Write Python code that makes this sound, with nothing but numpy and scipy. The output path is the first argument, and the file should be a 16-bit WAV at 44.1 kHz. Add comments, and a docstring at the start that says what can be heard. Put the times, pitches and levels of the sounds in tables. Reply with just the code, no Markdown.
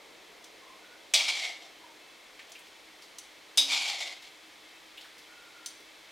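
"""At the stove in a small tiled kitchen, two close microphones facing a wok; a gas ring hisses throughout.
Steel tongs click shut, and faint whistles come from far away. The tongs drop into the wok, clash and ring,
then scrape down its wall in tiny slips to gather pasta. Another far whistle; pasta pats into a plastic
colander between clicks of the tongs. They drop and scrape a second time, and more pats, a last whistle
and a last click follow."""
import sys
import numpy as np
from scipy import signal
from scipy.fft import rfft, irfft, next_fast_len
from scipy.io import wavfile

SR = 44100
rng = np.random.default_rng(int(sys.argv[2]) if len(sys.argv) > 2 else 0)


def waveform_to_disk(signal):
    """Save audio, clipped to [-1, 1], as 16-bit WAV at the path in sys.argv[1]."""
    frames = np.transpose(np.atleast_2d(signal))
    scaled = np.clip(frames, -1, 1) * 32767
    samples = np.round(scaled).astype(np.int16)
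    wavfile.write(sys.argv[1], SR, samples)


N = 269705
TIME = np.arange(N) / SR

# tongs hit the wok: start_s, ring_db, clash_db, arm (0 first, 1 second), bite_db (added tip pressure)
BLOWS = [(1.1375, -32, -18, 0, 0), (1.1407, -20, -20, 0, 0), (1.148, -49, -26.5, 0.3, 0),
         (1.283, -31, -32, 0.2, 6), (1.424, -50, -59, 0.1, 3), (3.574, -35, -20.5, 0.9, 0),
         (3.579, -15.5, -20, 0.87, 0), (3.724, -30.5, -31, 0, 1.5), (3.878, -51, -37, 0.4, 1),
         (4.005, -56, -38, 0.07, 5), (4.11, -61, -50, 0.1, 3)]
# modes of the tongs against the wok: pitch_hz, t60_s, first_arm_db, second_arm_db
STEEL_MODES = [(279, 0.9, -37, -32), (640, 0.25, -25, -45), (860, 0.3, -23, -41), (2334, 0.3, -11, -28),
               (2482, 0.28, -13, -27), (2808, 0.3, -15, -35), (3025, 0.22, -10, -16),
               (3323, 0.33, -10, -29), (3383, 0.25, -14, -27), (3515, 0.14, -3, -12), (3569, 0.16, -3, -3),
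               (3647, 0.28, -13, -12), (3797, 0.22, -4, 1), (3869, 0.24, -10, -16), (4166, 0.3, -8, -27),
               (4440, 0.15, -10, -28), (4524, 0.17, -7, -30), (4773, 0.26, -8, -13), (5003, 0.27, -16, -10),
               (5100, 0.2, -18, -24), (5411, 0.27, -18, -22), (5647, 0.24, -10, -33),
               (6240, 0.15, -21, -21), (7246, 0.2, -14, -26), (7510, 0.2, -20, -29), (7825, 0.18, -32, -23)]


def clashes(dense_db=-6, crack_t60_s=0.048, hardness=0.4):
    """Each blow wakes the dense modes of the thin steel, with a crack that is weak in soft touches."""
    # spectrum of the dense modes, one list an arm: frequency_hz, density_db
    arm_spectra = [
        [(200, -56), (400, -39), (620, -9), (900, -21), (1700, -19), (2300, -3), (2900, -4.5), (3450, -0.5),
         (4100, -8.5), (4650, -3), (6500, -6.5), (8000, -7.5), (11000, -20), (16000, -33)],
        [(200, -46), (650, -19), (1800, -23.5), (2450, -10), (3000, -11), (3650, -2), (4300, -13), (5000, -1.5),
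         (5650, -7), (6250, -3), (6900, -13), (7700, -9.5), (10000, -13), (16000, -34)],
    ]
    # how they die: frequency_hz, t60_s
    decay = [(300, 0.67), (2200, 0.32), (4000, 0.41), (8000, 0.13), (15000, 0.27)]
    out = np.zeros(N)
    hardest_db = max(blow[2] for blow in BLOWS)
    for start_s, _, clash_db, arm, _ in BLOWS:
        spectrum = arm_spectra[int(arm > 0.5)]
        crack_db = clash_db + hardness * (clash_db - hardest_db)
        add(out, start_s, from_db(clash_db + dense_db) * dense_ring(spectrum, decay))
        add(out, start_s, from_db(crack_db) * dense_ring(spectrum, [(1000, crack_t60_s)]))
    return out


def arm_rings():
    """The clear ring of the tongs on the wok; the arm that lands sets the balance of the modes."""
    out = np.zeros(N)
    hz, t60_s, first_db, second_db = np.transpose(STEEL_MODES)
    for start_s, ring_db, _, arm, _ in BLOWS:
        add(out, start_s, ringing(hz, ring_db + first_db + arm * (second_db - first_db), t60_s))
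    return out


def scrapes(slips_per_s=3000, uneven_db=3, catch_db=2, damping_hz=12, body_ratio=0.34, soft_hz=10500):
    """Tiny slips of the tips excite the steel, the tips' bending mode and the body of the wok."""
    # rubbed steel: frequency_hz, density_db
    rub_spectrum = [(150, -26), (250, -5.5), (278, -21), (436, -25), (468, -42), (519, -16), (775, -24),
                    (922, -2.5), (1730, -8.5), (2280, -3), (2670, 3.5), (3400, -1), (7190, -14.5),
                    (10900, -16.5), (16000, -29)]
    # its resonances: centre_hz, width_hz, level_db
    rub_peaks = [(2820, 21, -3), (3270, 78, 1.5), (3720, 92, -5), (4130, 100, 3.5), (4510, 13, -1),
                 (4810, 40, -0.5), (4880, 12, -15), (5410, 54, 1), (6030, 110, -1.5), (6860, 24, 3)]
    sizes = from_db(uneven_db * np.minimum(rng.exponential(1, N), 4)) * rng.choice([-1, 1], N)
    slips = sizes * (rng.random(N) < slips_per_s / SR)
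    slips *= from_db(catch_db * drift(110))   # the tips catch and let go
    steel = sum(from_db(db) * resonate(slips, hz, width + damping_hz) for hz, width, db in rub_peaks)
    # the struck modes sing under the slips too, a little damped by the pressure
    singing = sum(from_db(db / 2) * resonate(slips, hz, np.log(1000) / (np.pi * t60_s) + damping_hz)
                  for hz, t60_s, db, _ in STEEL_MODES if hz > 2000)
    friction = from_db(-4) * colour(slips, rub_spectrum) + from_db(-7) * (rms_one(steel) + rms_one(singing))
    gains, pitch_hz = stroke_motion()
    judder = from_db(-4) * gliding(slips, pitch_hz, width_hz=304)
    body = from_db(-3) * gliding(slips, pitch_hz * body_ratio, width_hz=208)
    out = tip_pressure() * np.sum(gains * [friction, judder, body], axis=0)
    return signal.sosfilt(signal.butter(2, soft_hz, fs=SR, output="sos"), out)   # the wet wall softens slips


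def stroke_motion(attack_s=0.037, release_t60_s=0.23, hold_s=0.13, fall_hz_per_s=820):
    """As the tongs sink into the pasta three gains sag; the tips' bending pitch holds, then falls."""
    # slides down the wall, a long stroke then a light wipe, levels and pitch as each begins:
    # start_s, length_s, friction_db, judder_db, body_db, pitch_hz
    strokes = [(1.172, 0.33, -32, -31.5, -49, 2307), (1.59, 0.073, -56.5, -55, -58.5, 2100),
               (3.67, 0.42, -30.5, -32.5, -48, 2355), (4.205, 0.053, -52.5, -55, -63, 2220)]
    sag_db_per_s = np.array([[31], [28], [2]])   # friction, judder, wok body
    gains, pitch_hz = np.zeros((3, N)), np.full(N, strokes[0][-1], float)
    for start_s, length_s, *levels_db, start_hz in strokes:
        age_s = TIME - start_s
        sunk_s = np.clip(age_s, 0, length_s)
        contact = np.clip(age_s / attack_s, 0, 1) * fade(np.maximum(age_s - length_s, 0), release_t60_s)
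        gains += contact * from_db(np.array(levels_db)[:, None] - sag_db_per_s * sunk_s)
        fall_hz = fall_hz_per_s * np.maximum(sunk_s - hold_s, 0)
        pitch_hz = np.where(age_s >= 0, start_hz - fall_hz, pitch_hz)
    return gains, pitch_hz


def tip_pressure(bite_lag_s=0.0071, ease_lead_s=0.023, ease_share=0.65):
    """Gain of the scrape as the tips ease off the wall just before a blow and bite in just after."""
    pressure_db = np.zeros(N)
    for start_s, *_, bite_db in BLOWS:
        bite = bump(start_s + bite_lag_s, width_s=0.026)
        ease = bump(start_s - ease_lead_s, width_s=0.018)
        pressure_db += bite_db * (bite - ease_share * ease)
    return from_db(pressure_db)


def tong_snaps(click_t60_s=0.057, ring_db=-15, vary_db=3):
    """The tips close on each other with a bright click and a thin ring, a little different each time."""
    # the tips meet: start_s, level_db
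    snaps = [(0.4428, -48), (2.519, -45), (3.185, -38.5), (5.66, -32.5)]
    # their modes: pitch_hz, level_db, t60_s
    tip_modes = [(3070, -16, 0.24), (4250, -4, 0.057), (6089, 4, 0.078), (6270, -12, 0.065), (9220, 0, .1),
                 (9550, -6, .12), (10200, -5, 0.11)]
    # their click: frequency_hz, density_db
    click_spectrum = [(1000, -36), (3000, -3.5), (4500, -2.5), (6200, 3), (7400, -4), (9500, -5.5),
                      (12000, -14), (16000, -18)]
    out = np.zeros(N)
    hz, mode_db, t60_s = np.transpose(tip_modes)
    for start_s, level_db in snaps:
        varied_db = mode_db + vary_db * rng.standard_normal(len(hz))
        add(out, start_s, from_db(level_db + ring_db) * ringing(hz, varied_db, t60_s))
        add(out, start_s, from_db(level_db) * dense_ring(click_spectrum, [(1000, click_t60_s)]))
    return out


def colander_pats(t60_s=0.13, skirt_db=-15):
    """Dead little knocks on plastic, each with one broad resonance."""
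    # light taps and pats: start_s, level_db, centre_hz, width_octaves
    pats = [(2.393, -44.5, 2370, 1.05), (2.496, -51.5, 685, 0.43), (2.552, -46.5, 2520, 0.62),
            (2.59, -57, 9000, 1.6), (2.669, -54, 3000, 1.5), (3.022, -49.5, 4530, 1.1),
            (4.223, -50.5, 3380, 1.5), (4.974, -42.5, 3080, 0.44), (5.011, -48.5, 3800, 1.2),
            (5.045, -49, 1630, 0.52), (5.181, -53, 5040, 1.8), (5.8, -56, 312, 0.56)]
    out = np.zeros(N)
    for start_s, level_db, centre_hz, octaves in pats:
        hump = [(centre_hz * 2 ** (k * octaves), skirt_db * abs(k)) for k in range(-2, 3)]
        add(out, start_s, from_db(level_db) * dense_ring(hump, [(1000, t60_s)]))
    return out


def far_whistles(blur_hz=95):
    """Faint gliding tones from far away, blurred by echoes into narrow bands of noise."""
    # each whistle: start_s, length_s, start_hz, end_hz, level_db
    glides = [(0.607, 0.18, 1040, 1050, -56.5), (0.818, 0.19, 1440, 1490, -60.5),
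              (1.789, .16, 980, 934, -58), (5.268, 0.46, 1440, 1390, -59)]
    out = np.zeros(N)
    for start_s, length_s, start_hz, end_hz, level_db in glides:
        along = np.clip(TIME[:SR] / length_s, 0, 1)
        tone = gliding(rng.standard_normal(SR), start_hz + (end_hz - start_hz) * along, blur_hz)
        add(out, start_s, from_db(level_db) * np.sqrt(4 * along * (1 - along)) * tone)
    return out


def gas_ring(hiss_db=-55, rise_db_per_s=0.17, roar_db=-59, fade_db_per_s=2.5):
    """The burner under the wok: its hiss grows slowly while the soft roar of the flame dies down."""
    # the flame: frequency_hz, density_db
    roar_spectrum = [(100, -24.5), (280, -10), (450, -4), (800, -7.5), (2000, -25.5), (8000, -60)]
    roar = colour(rng.standard_normal((2, N)), roar_spectrum)
    hiss_gain = from_db(hiss_db + rise_db_per_s * TIME)
    roar_gain = from_db(roar_db - fade_db_per_s * TIME)
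    return hiss_gain * spread(gas_hiss(), gas_hiss()) + roar_gain * spread(*roar)


def gas_hiss():
    """Broad gas hiss with a few high resonances, and beside it a low steady hum near 316 Hz."""
    # gas ring and room tone: frequency_hz, density_db
    spectrum = [(15, -48), (25, -9.5), (114, -16), (293, -10.5), (317, 3), (344, -10), (416, -4),
                (1020, -4.5), (1520, -6.5), (2160, -2.5), (2760, -7), (3920, -5), (4610, -8.5),
                (14800, -25.5), (16000, -32)]
    # the low hum, then the resonances in the hiss: centre_hz, width_hz, level_db
    peaks = [(316.3, 26, -16.5), (2167, 210, -9.5), (2622, 10.5, -15.5), (3100, 56, -13.5), (3404, 13, -14)]
    white, excitation = rng.standard_normal((2, N))
    tones = sum(from_db(db) * rms_one(resonate(excitation, hz, width)) for hz, width, db in peaks)
    return colour(white, spectrum) + tones


def kitchen(x, wet_db=-6.5, first_echo_s=0.0031, t60_s=0.45):
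    """Tiled walls close by answer with a short bright tail."""
    decay = [(300, t60_s), (4000, t60_s), (14000, 0.3)]   # frequency_hz, t60_s
    tails = [dense_ring([(100, -1), (16000, -1.5)], decay) for _ in range(2)]
    echo = spread(*tails) * np.clip(TIME[:SR // 2] / first_echo_s - 1, 0, 1)
    echo /= np.sqrt(np.sum(echo ** 2) / 2)
    return x + from_db(wet_db) * signal.fftconvolve(x[None], echo, axes=1)[:, :N]


def spread(mid, side):
    """Diffuse sound at two close microphones: alike in the treble, less so in the bass."""
    # likeness of left and right: frequency_hz, correlation
    likeness = [(40, 0), (125, 0.18), (250, 0.78), (600, 0.59), (1200, 0.62), (2200, 0.93), (4500, .96),
                (8000, 0.95), (15000, 1)]
    size = next_fast_len(len(mid))
    alike = at_hz(likeness, np.arange(size // 2 + 1) * SR / size)
    common = np.sqrt((1 + alike) / 2) * rfft(mid, size)
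    opposed = np.sqrt((1 - alike) / 2) * rfft(side, size) * [[1], [-1]]
    return irfft(common + opposed, size)[:, :len(mid)]


def ringing(hz, db, t60_s, build_cycles=9):
    """The sum of struck modes; each takes some cycles to build up, so the low ones swell late."""
    t = TIME[:SR, None]
    envelope = fade(t, t60_s) * (1 - np.exp(-t * hz / build_cycles))
    return (np.sin(2 * np.pi * hz * t) * envelope) @ (from_db(db) * rng.choice([-1, 1], len(hz)))


def dense_ring(spectrum, decay):
    """Countless close modes, each octave dying at its own rate; one decay row sets them all alike."""
    t, hz = TIME[:SR // 2], np.arange(SR // 4 + 1) * 2
    modes = rfft(colour(rng.standard_normal(len(t)), spectrum))
    octave = np.log2(np.clip(hz, 250, 16000) / 250)
    bands = [irfft(modes * np.maximum(1 - abs(octave - k), 0), len(t)) for k in range(7)]
    return sum(band * fade(t, at_hz(decay, 250 * 2 ** k)) for k, band in enumerate(bands))


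def resonate(x, hz, width_hz):
    """One resonance, gain 1 at its peak."""
    r = np.exp(-np.pi * width_hz / SR)
    feedback = [1, -2 * r * np.cos(2 * np.pi * hz / SR), r * r]
    return signal.lfilter(np.array([1, 0, -1]) * (1 - r * r) / 2, feedback, x)


def gliding(x, hz, width_hz):
    """A resonance whose centre moves; rms 1."""
    turn = np.exp(2j * np.pi * np.cumsum(hz) / SR)
    r = np.exp(-np.pi * width_hz / SR)
    return rms_one((signal.lfilter([1], [1, -2 * r, r * r], x / turn) * turn).real)


def colour(x, spectrum):
    """Give a steady sound a spectrum; rms 1."""
    size = next_fast_len(x.shape[-1])
    gain = from_db(at_hz(spectrum, np.arange(size // 2 + 1) * SR / size))
    return rms_one(irfft(rfft(x, size) * gain, size)[..., :x.shape[-1]])


def drift(knots_per_s):
    """A random wander; rms 1."""
    knots = rng.standard_normal(4096)
    return rms_one(np.interp(TIME * knots_per_s, np.arange(len(knots)), knots))


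def bump(centre_s, width_s):
    """A smooth swell of height 1."""
    return np.exp(-((TIME - centre_s) / width_s) ** 2)


def fade(t, t60_s):
    """Exponential decay."""
    return np.exp(-np.log(1000) * t / t60_s)


def at_hz(points, hz):
    """Read a table on a log-frequency axis."""
    points_hz, values = np.transpose(points)
    return np.interp(np.log(np.maximum(hz, 1)), np.log(points_hz), values)


def from_db(db):
    """Decibels to gain."""
    return 10 ** (np.asarray(db) / 20)


def rms_one(x):
    """Scale to rms 1."""
    return x / np.sqrt(np.mean(x ** 2) + 1e-20)


def add(out, start_s, sound):
    """Mix a sound in at a time."""
    i = round(start_s * SR)
    out[i:i + len(sound)] += sound[:N - i]


def scene(low_cut_hz=370):
    """The stove stands almost straight ahead of the microphones; small contacts radiate no bass."""
    contacts = clashes() + scrapes() + tong_snaps() + colander_pats()
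    contacts = signal.sosfilt(signal.butter(3, low_cut_hz, "high", fs=SR, output="sos"), contacts)
    balance = from_db([[0.2], [-0.2]])   # left, right
    return (kitchen(contacts) + arm_rings() + far_whistles() + gas_ring()) * balance


def record(dry, cutoff_hz=16000):
    """The highest treble is cut steeply."""
    return signal.sosfilt(signal.ellip(10, 0.1, 80, cutoff_hz, fs=SR, output="sos"), dry)


dry = scene()
out = record(dry)
waveform_to_disk(out)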